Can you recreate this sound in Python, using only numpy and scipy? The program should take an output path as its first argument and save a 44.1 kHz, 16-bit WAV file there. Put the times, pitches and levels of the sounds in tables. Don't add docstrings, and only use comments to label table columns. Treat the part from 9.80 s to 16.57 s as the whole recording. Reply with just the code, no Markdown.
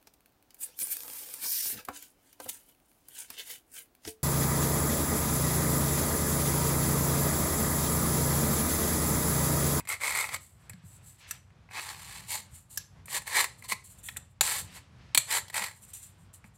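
import sys
import numpy as np
from scipy import signal
from scipy.fft import rfft, irfft
from scipy.io import wavfile
from scipy.ndimage import uniform_filter1d

SR = 44100
rng = np.random.default_rng(int(sys.argv[2]) if len(sys.argv) > 2 else 0)


def materialize(psi):
    bounded = np.clip(np.atleast_2d(psi).T, -1, 1)
    quanta = np.round(bounded * 32767).astype(np.int16)
    wavfile.write(sys.argv[1], SR, quanta)


N = 298557

# start_s, attack_s, hold_s, release_s, jaw_level_db (before a trim),
# ring_db (relative to the jaws, halfway), dig_db (what the ring gains as the tip digs in)
PRESSED_STROKES = [(0.072, 0.018, 0.038, 0.058, -37, 1, 7), (0.195, 0.044, 0.081, 0.064, -34.5, 4, -5.5),
                   (0.322, 0.037, 0.053, 0.11, -33, 3, -3), (0.502, 0.042, 0.0045, 0.023, -35.5, 5, -7.5),
                   (1.9, 0.077, .02, 0.023, -45, 9, 3), (1.996, 0.012, .1, 0.15, -46, 0.5, 5.5),
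                   (2.162, 0.032, 0.12, 0.072, -51.5, 0, -1.5), (2.291, 0.035, 0.05, 0.19, -49, -0.5, 1.5),
                   (2.468, 0.04, 0.046, 0.079, -34.5, -7, 8.5), (3.271, 0.08, 0.028, 0.023, -33, -4.5, 5),
                   (3.453, 0.018, 0.03, .04, -43, -2.5, -14), (3.49, 0.087, 0.034, 0.061, -28, 3, -4.5),
                   (3.829, 0.016, 0.0064, 0.033, -48.5, -2, 6), (3.878, 0.015, 0.031, 0.024, -37, -5.5, 6),
                   (3.905, 0.019, 0.0088, 0.012, -36.5, 4, -3.5), (4.62, .008, 0.088, 0.12, -31.5, -6, 3),
                   (4.73, 0.028, 0.04, 0.052, -35.5, -4, -11), (4.897, 0.071, 0.0046, 0.045, -50, -3.5, 7),
                   (5.375, .005, .01, 0.057, -38, -24, -7), (5.472, 0.051, 0.057, 0.036, -29.5, -0.5, -3.5),
                   (5.724, 0.036, 0.023, 0.067, -34, 1.5, 0), (5.794, 0.025, 0.019, 0.1, -37.5, 4, -5.5)]
# start_s, midrange_db, slip_unevenness_db
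TIP_GRIPS = [(0, -5.5, 2), (1.8, -0.5, 2.5), (2.4, -1, 1.5), (3.2, -2.5, 1.5), (4.5, -2.5, 0.5),
             (5.4, -3.5, 1.3), (5.7, -3, 3.5)]
# start_s, attack_s, hold_s, release_s, level_db (before trims)
LIGHT_SKIMS = [(0.598, 0.012, 0.028, 0.19, -55.5), (0.784, 0.017, .015, 0.27, -68.5),
               (1.023, 0.051, 0.091, 0.055, -57.5), (1.208, 0.059, .02, 0.14, -53.5),
               (1.377, 0.017, .005, 0.084, -60), (1.468, 0.021, 0.019, 0.09, -52),
               (2.693, 0.061, 0.014, 0.097, -50.5), (2.892, .018, 0.055, 0.0067, -49.5),
               (3.772, 0.018, .003, 0.057, -55.5), (4.034, 0.012, 0.016, 0.11, -51.5),
               (4.078, 0.027, .015, .08, -53.5), (4.161, 0.023, .01, 0.041, -55.5),
               (4.227, 0.014, 0.038, 0.092, -43.5), (4.489, .015, .015, 0.037, -73),
               (5.937, 0.03, 0.0086, 0.067, -57.5), (6.005, 0.024, .005, 0.055, -49.5),
               (6.061, 0.032, 0.011, 0.04, -54), (6.131, 0.0046, 0.015, 0.099, -41),
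               (6.205, 0.023, .01, 0.1, -47.5), (6.365, 0.023, 0.055, .08, -70.5),
               (6.529, .011, 0.0075, 0.047, -49.5), (6.635, 0.016, 0.026, .04, -65),
               (6.731, 0.016, 0.017, .04, -67)]
# start_s, jaw_level_db, midrange_level_db, ring_level_db
TIP_TAPS = [(0.003, -43.5, -52.5, -41), (0.052, -53, -56, -45), (0.0731, -45, -47, -38),
            (0.089, -28.5, -55, -34), (0.211, -42, -51, -38.5), (0.234, -62, -43, -36),
            (0.441, -47, -42, -25.5), (0.46, -50.5, -43, -44), (0.490, -45, -41, -32.5),
            (0.542, -41, -40, -32.5), (0.562, -44, -43, -35.5), (0.8958, -40.5, -54, -40.5),
            (0.933, -61, -56, -50), (1.5096, -30, -36, -36), (1.703, -78, -82, -60),
            (1.8884, -79, -70, -53), (1.9098, -61, -77, -47.5), (2.9739, -25, -36, -39),
            (3.257, -45, -61.5, -57), (3.2818, -73, -64, -39.5), (3.4187, -46, -51, -45.5),
            (3.476, -38, -43, -33), (3.642, -29, -33.5, -26), (3.823, -50, -60, -45),
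            (3.9199, -33, -33, -22.5), (4.2863, -44, -37.5, -32), (4.363, -53, -54.5, -41),
            (4.369, -33.5, -39.5, -39.5), (4.609, -15, -18.5, -16.5), (5.3475, -17.5, -21, -19.5),
            (5.375, -11, -16, -17), (5.682, -54, -46, -51), (5.699, -44, -48, -43), (5.7425, -35, -43, -30),
            (6.642, -65, -66, -47.5)]
# pitch_hz, width_hz (before damping), level_db
STEEL_MODES = [(500, 320, -7), (893, 327, 0), (1094, 240, -3.5), (1343, 76, -2.5), (1684, 200, 0.5),
               (1903, 480, 1.5), (2230, 290, 3.5), (2523, 430, 1.5), (3260, 83, -19.5), (3645, 120, -7.5),
               (4080, 190, -4.5), (4460.0, 140, -4.5), (4900, 1000, -13.5), (5985, 210, -11.5),
               (6430, 200, -11.5), (7057, 54, -4), (7356, 140, -4), (7714, 190, -4.5), (8100, 373.0, -8),
               (8560, 220, -7), (8870, 170, -8.5), (9310, 510, -8), (10140, 390, -10), (11070, 530, -12.5),
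               (11930, 170, -8.5), (11880, 270, -15), (13000, 210, -9.5), (14000, 300, -17),
               (14370, 211.0, -26)]
# pitch_hz, relative_level_db (per Hz)
SHOP_AIR = [(25, -44.5), (40, -21.5), (58, 1), (110, 0), (170, -3.5), (260, -15.5), (400, -21), (1000, -21),
            (2500, -28.5), (6000, -37), (12000, -49.5), (16000, -63.5)]
# pitch_hz, level_db (rms, before wavering)
MOTOR_HUM = [(94.7, -64), (122, -68)]
# pitch_hz, t60_s
ROOM_DECAY = [(200, 0.61), (1000, 0.27), (3000, 0.32), (8000, 0.33), (16000, 0.11)]
# start_s, deadened_hz, free_hz (four columns), emphasis_db
FINGER_HOLDS = [(0, 1700, 1260, 2080, 2146, 7960, 6.6), (0.7, 3200, 1650, 2100, 6200, 7740, 6),
                (1.4, 3200, 1450, 1690, 2660, 5910, 20), (1.6, 537, 340, 800, 1140, 2560, 5.9),
                (2.4, 1400, 890, 2210, 4330, 6950, 6.1), (2.97, 8400, 1643, 5130, 5630, 6240, 22.7),
                (3.2, 1400, 1060, 1850, 4180, 12900, 4.3), (3.75, 1520, 1050, 2070, 2240, 4270, 7.6),
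                (4.1, 5000, 1440, 1850, 2530, 3540, 14.5), (4.55, 1950, 2680, 3650, 7150, 8570, 8.1),
                (4.615, 2100, 970, 2580, 8250, 12750, 3.2), (5.3, 5200, 2430, 3440, 4250, 7930, 11),
                (5.45, 6400, 920, 1980, 7400, 8300, 3.1), (5.92, 4630, 2400, 5900, 7200, 8400, 6.7)]
# start_s, pitch_hz, level_db
DULL_BUMPS = [(0.908, 111, -44), (0.938, 181, -44), (0.976, 160, -50), (1.037, 159, -44.5),
              (1.057, 94.5, -46), (1.801, 91, -48.5), (2.729, 90.5, -42.5), (3.92, 211, -46.5),
              (4.609, 128, -45), (4.642, 63.7, -48), (5.348, 284, -46), (5.377, 137, -42.5),
              (5.81, 200, -46), (6.644, 205, -52.5)]
# start_s, attack_s, hold_s, release_s, level_db, centre_hz
SOFT_SWISHES = [(0.681, 0.17, 0.18, 0.17, -67, 1400), (1.0, 0.15, 0.32, 0.19, -73, 2300),
                (1.368, 0.048, 0.14, 0.072, -55.5, 2160), (2.617, 0.048, 0.11, 0.083, -67.5, 1810),
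                (2.963, 0.011, 0.034, 0.093, -54.5, 5000), (4.005, 0.16, 0.23, 0.17, -72, 2880),
                (4.834, .05, 0.09, 0.17, -57.5, 2380), (5.13, 0.083, 0.27, .05, -65.5, 2100),
                (5.948, 0.17, 0.13, 0.38, -66.5, 2320), (6.402, 0.062, .2, 0.14, -70.5, 1014)]

SHOP_DB = -58
RING_TOP_HZ, JAW_BOTTOM_HZ, TOP_HZ = 2800, 6800, 15800
FREE_WIDTH_HZ, DEAD_WIDTH_HZ = 120, 160
SWELL_DB, RELEASE_DB, SWELL_CURVE = 24, 25, 1.33
WAVER_DB, WAVER_PER_S = 1.2, 140
SKIM_DAMPING = 0.6
PEAK_LIMIT = 0.7
SIZE = 4096
TIME = np.arange(N) / SR
FREQS = np.arange(SIZE // 2 + 1) * SR / SIZE + 1


def undb(db):
    return 10 ** (np.asarray(db) / 20)


def unit(x):
    return x / np.sqrt(np.mean(x ** 2))


def add(out, x, start_s):
    i = max(int(start_s * SR), 0)
    out[i:i + len(x)] += x[:max(N - i, 0)]


def walk(count, per_s):
    at = np.arange(count) * per_s / SR
    levels = rng.standard_normal(size=4096)
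    return np.interp(at, np.arange(len(levels)), levels)


def resonance(hz, width_hz):
    detuning = (FREQS ** 2 - hz ** 2) / (FREQS * width_hz)
    return 1 / (1 + detuning ** 2)


def ringing(power):
    cepstrum = irfft(np.log(power + 1e-9) / 2)
    cepstrum[1:SIZE // 2] *= 2
    cepstrum[SIZE // 2 + 1:] = 0
    h = irfft(np.exp(rfft(cepstrum)))
    return h / np.linalg.norm(h)


def touch(start_s, dead_share=1.07):
    _, dead_hz, *free_hz, emphasis_db = [row for row in FINGER_HOLDS if row[0] <= start_s][-1]
    boost = undb(emphasis_db) ** 2 - 1
    cut = undb(dead_share * emphasis_db) ** 2 - 1
    free = 1 + boost * sum(resonance(hz, FREE_WIDTH_HZ) for hz in free_hz)
    return free / (1 + cut * resonance(dead_hz, DEAD_WIDTH_HZ))


def steel(start_s, damping=1, radiate_hz=330):
    modes = sum(undb(db) ** 2 * resonance(hz, width_hz * damping) for hz, width_hz, db in STEEL_MODES)
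    power = touch(start_s) * modes / (1 + (radiate_hz / FREQS) ** 2)
    ring = 1 / (1 + (FREQS / RING_TOP_HZ) ** 20)
    below_jaws = 1 / (1 + (FREQS / JAW_BOTTOM_HZ) ** 20)
    shares = (1 - below_jaws, below_jaws * (1 - ring), ring)
    return [ringing(power * share) for share in shares]


def mixed_steel(start_s, damping, levels_db):
    return sum(undb(db) * part for db, part in zip(levels_db, steel(start_s, damping)))


def slips(count, per_s, spread_db):
    hit = rng.random(count) < per_s / SR
    size = undb(spread_db * np.clip(rng.standard_normal(count), -2, 2))
    sign = rng.choice([-1, 1], count)
    return unit(hit * size * sign + 1e-9)


def contact(attack_s, hold_s, release_s):
    lifts_s = attack_s + hold_s
    t = np.arange(0, lifts_s + 1.5 * release_s, 1 / SR)
    swell_db = -SWELL_DB * np.maximum(1 - t / attack_s, 0) ** SWELL_CURVE
    lift_db = -RELEASE_DB * np.maximum(t - lifts_s, 0) / release_s
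    progress = np.minimum(t / lifts_s, 1) - 1
    fade = np.clip(np.minimum(t, t[-1] - t) / .001, 0, 1)
    return swell_db + lift_db, progress, fade


def workshop(swell_db=3.1, waver_db=2.5):
    hz, db = np.transpose(SHOP_AIR)
    f = np.arange(N // 2 + 1) * SR / N + 1
    spectrum = undb(np.interp(np.log(f), np.log(hz), db))
    air = unit(irfft(rfft(rng.standard_normal(N)) * spectrum, N))
    hum = np.zeros(N)
    for line_hz, line_db in MOTOR_HUM:
        level = undb(line_db + waver_db * walk(N, 14.0))
        hum += level * np.sin(2 * np.pi * line_hz * TIME + walk(N, 21.0))
    return air * undb(SHOP_DB + swell_db * walk(N, 9.1)) + np.sqrt(2) * hum


def tapping(chatter_s=0.0013, settle_s=0.0045, crack_db=-6, crack_hz=3200):
    out, t = np.zeros(N), TIME[:SIZE // 2]
    crack = ringing(resonance(crack_hz, 2 * crack_hz))
    settling = np.exp(-np.maximum(t - chatter_s, 0) / settle_s)
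    for start_s, jaw_db, mid_db, ring_db in TIP_TAPS:
        force = slips(len(t), 14000, spread_db=3.0) * settling
        h = mixed_steel(start_s, 0.6, (jaw_db, mid_db, ring_db))
        add(out, signal.fftconvolve(force, h + undb(mid_db + crack_db) * crack), start_s)
    return out


def room(x, wet_db=-15, build_s=0.0016):
    t = TIME[:SR // 2]
    hz, t60_s = np.transpose(ROOM_DECAY)
    noise = rfft(rng.standard_normal(len(t)))
    f = np.arange(len(t) // 2 + 1) * SR / len(t) + 1
    tail = np.zeros(len(t))
    for share, decay_s in zip(np.eye(len(hz)), t60_s):
        band = irfft(noise * np.interp(np.log(f), np.log(hz), share), len(t))
        tail += band * np.exp(-np.log(1000) * t / decay_s)
    tail *= 1 - np.exp(-t / build_s)
    return undb(wet_db) * signal.fftconvolve(x, tail / np.linalg.norm(tail))[:N]


def scribing(jaw_trim_db=-1.0, slips_per_s=4500, catches_per_s=330):
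    out = np.zeros(N)
    for start_s, attack_s, hold_s, release_s, full_db, full_bite_db, dig_db in PRESSED_STROKES:
        pressure_db, progress, fade = contact(attack_s, hold_s, release_s)
        _, mid_db, uneven_db = [grip for grip in TIP_GRIPS if grip[0] <= start_s][-1]
        count = len(fade)
        level_db = full_db + pressure_db + WAVER_DB * walk(count, WAVER_PER_S)
        bite_db = full_bite_db + dig_db * (progress + .5)
        force = slips(count, slips_per_s, spread_db=2) * undb(uneven_db * walk(count, catches_per_s))
        force = fade * force / np.sqrt(uniform_filter1d(force ** 2, size=1000) + 1e-9)
        levels_db = (level_db + jaw_trim_db, level_db + bite_db / 2 + mid_db, level_db + bite_db)
        for h, db in zip(steel(start_s, damping=0.55), levels_db):
            rocking = unit(undb(0.56 * walk(count, 150)))
            add(out, signal.fftconvolve(force * rocking * undb(db), h), start_s)
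    return out


def skimming(jaw_db=-1, mid_db=-14, ring_db=-20):
    out = np.zeros(N)
    for start_s, attack_s, hold_s, release_s, level_db in LIGHT_SKIMS:
        pressure_db, _, fade = contact(attack_s, hold_s, release_s)
        h = mixed_steel(start_s, SKIM_DAMPING, (jaw_db, mid_db, ring_db))
        flicker = unit(undb(1.5 * walk(len(fade), 260)))
        force = slips(len(fade), 6000, spread_db=3.5) * flicker
        add(out, signal.fftconvolve(force * fade * undb(level_db + pressure_db), h), start_s)
    return out


def swishes(width_share=1.0, soft_hz=6500):
    out = np.zeros(N)
    for start_s, attack_s, hold_s, release_s, level_db, hz in SOFT_SWISHES:
        swell_db, _, fade = contact(attack_s, hold_s, release_s)
        h = ringing(resonance(hz, hz * width_share) / (1 + (FREQS / soft_hz) ** 10))
        noise = slips(len(fade), 9000, spread_db=2.5)
        add(out, signal.fftconvolve(noise * fade * undb(level_db + swell_db), h), start_s)
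    return out


def bumping(swell_s=0.0071):
    out, t = np.zeros(N), TIME[:SIZE]
    envelope = t / swell_s * np.exp(1 - t / swell_s)
    for start_s, hz, db in DULL_BUMPS:
        add(out, undb(db) * envelope * np.sin(2 * np.pi * hz * t), start_s)
    return out


def scene():
    close = tapping() + scribing() + skimming() + swishes()
    return (workshop() + close + room(close) + bumping())[None]


def record(dry):
    rounded = PEAK_LIMIT * np.tanh(dry / PEAK_LIMIT)
    top_cut = signal.ellip(10, .2, 70, TOP_HZ, fs=SR, output="sos")
    return signal.sosfilt(top_cut, rounded)


dry = scene()
out = record(dry)
materialize(out)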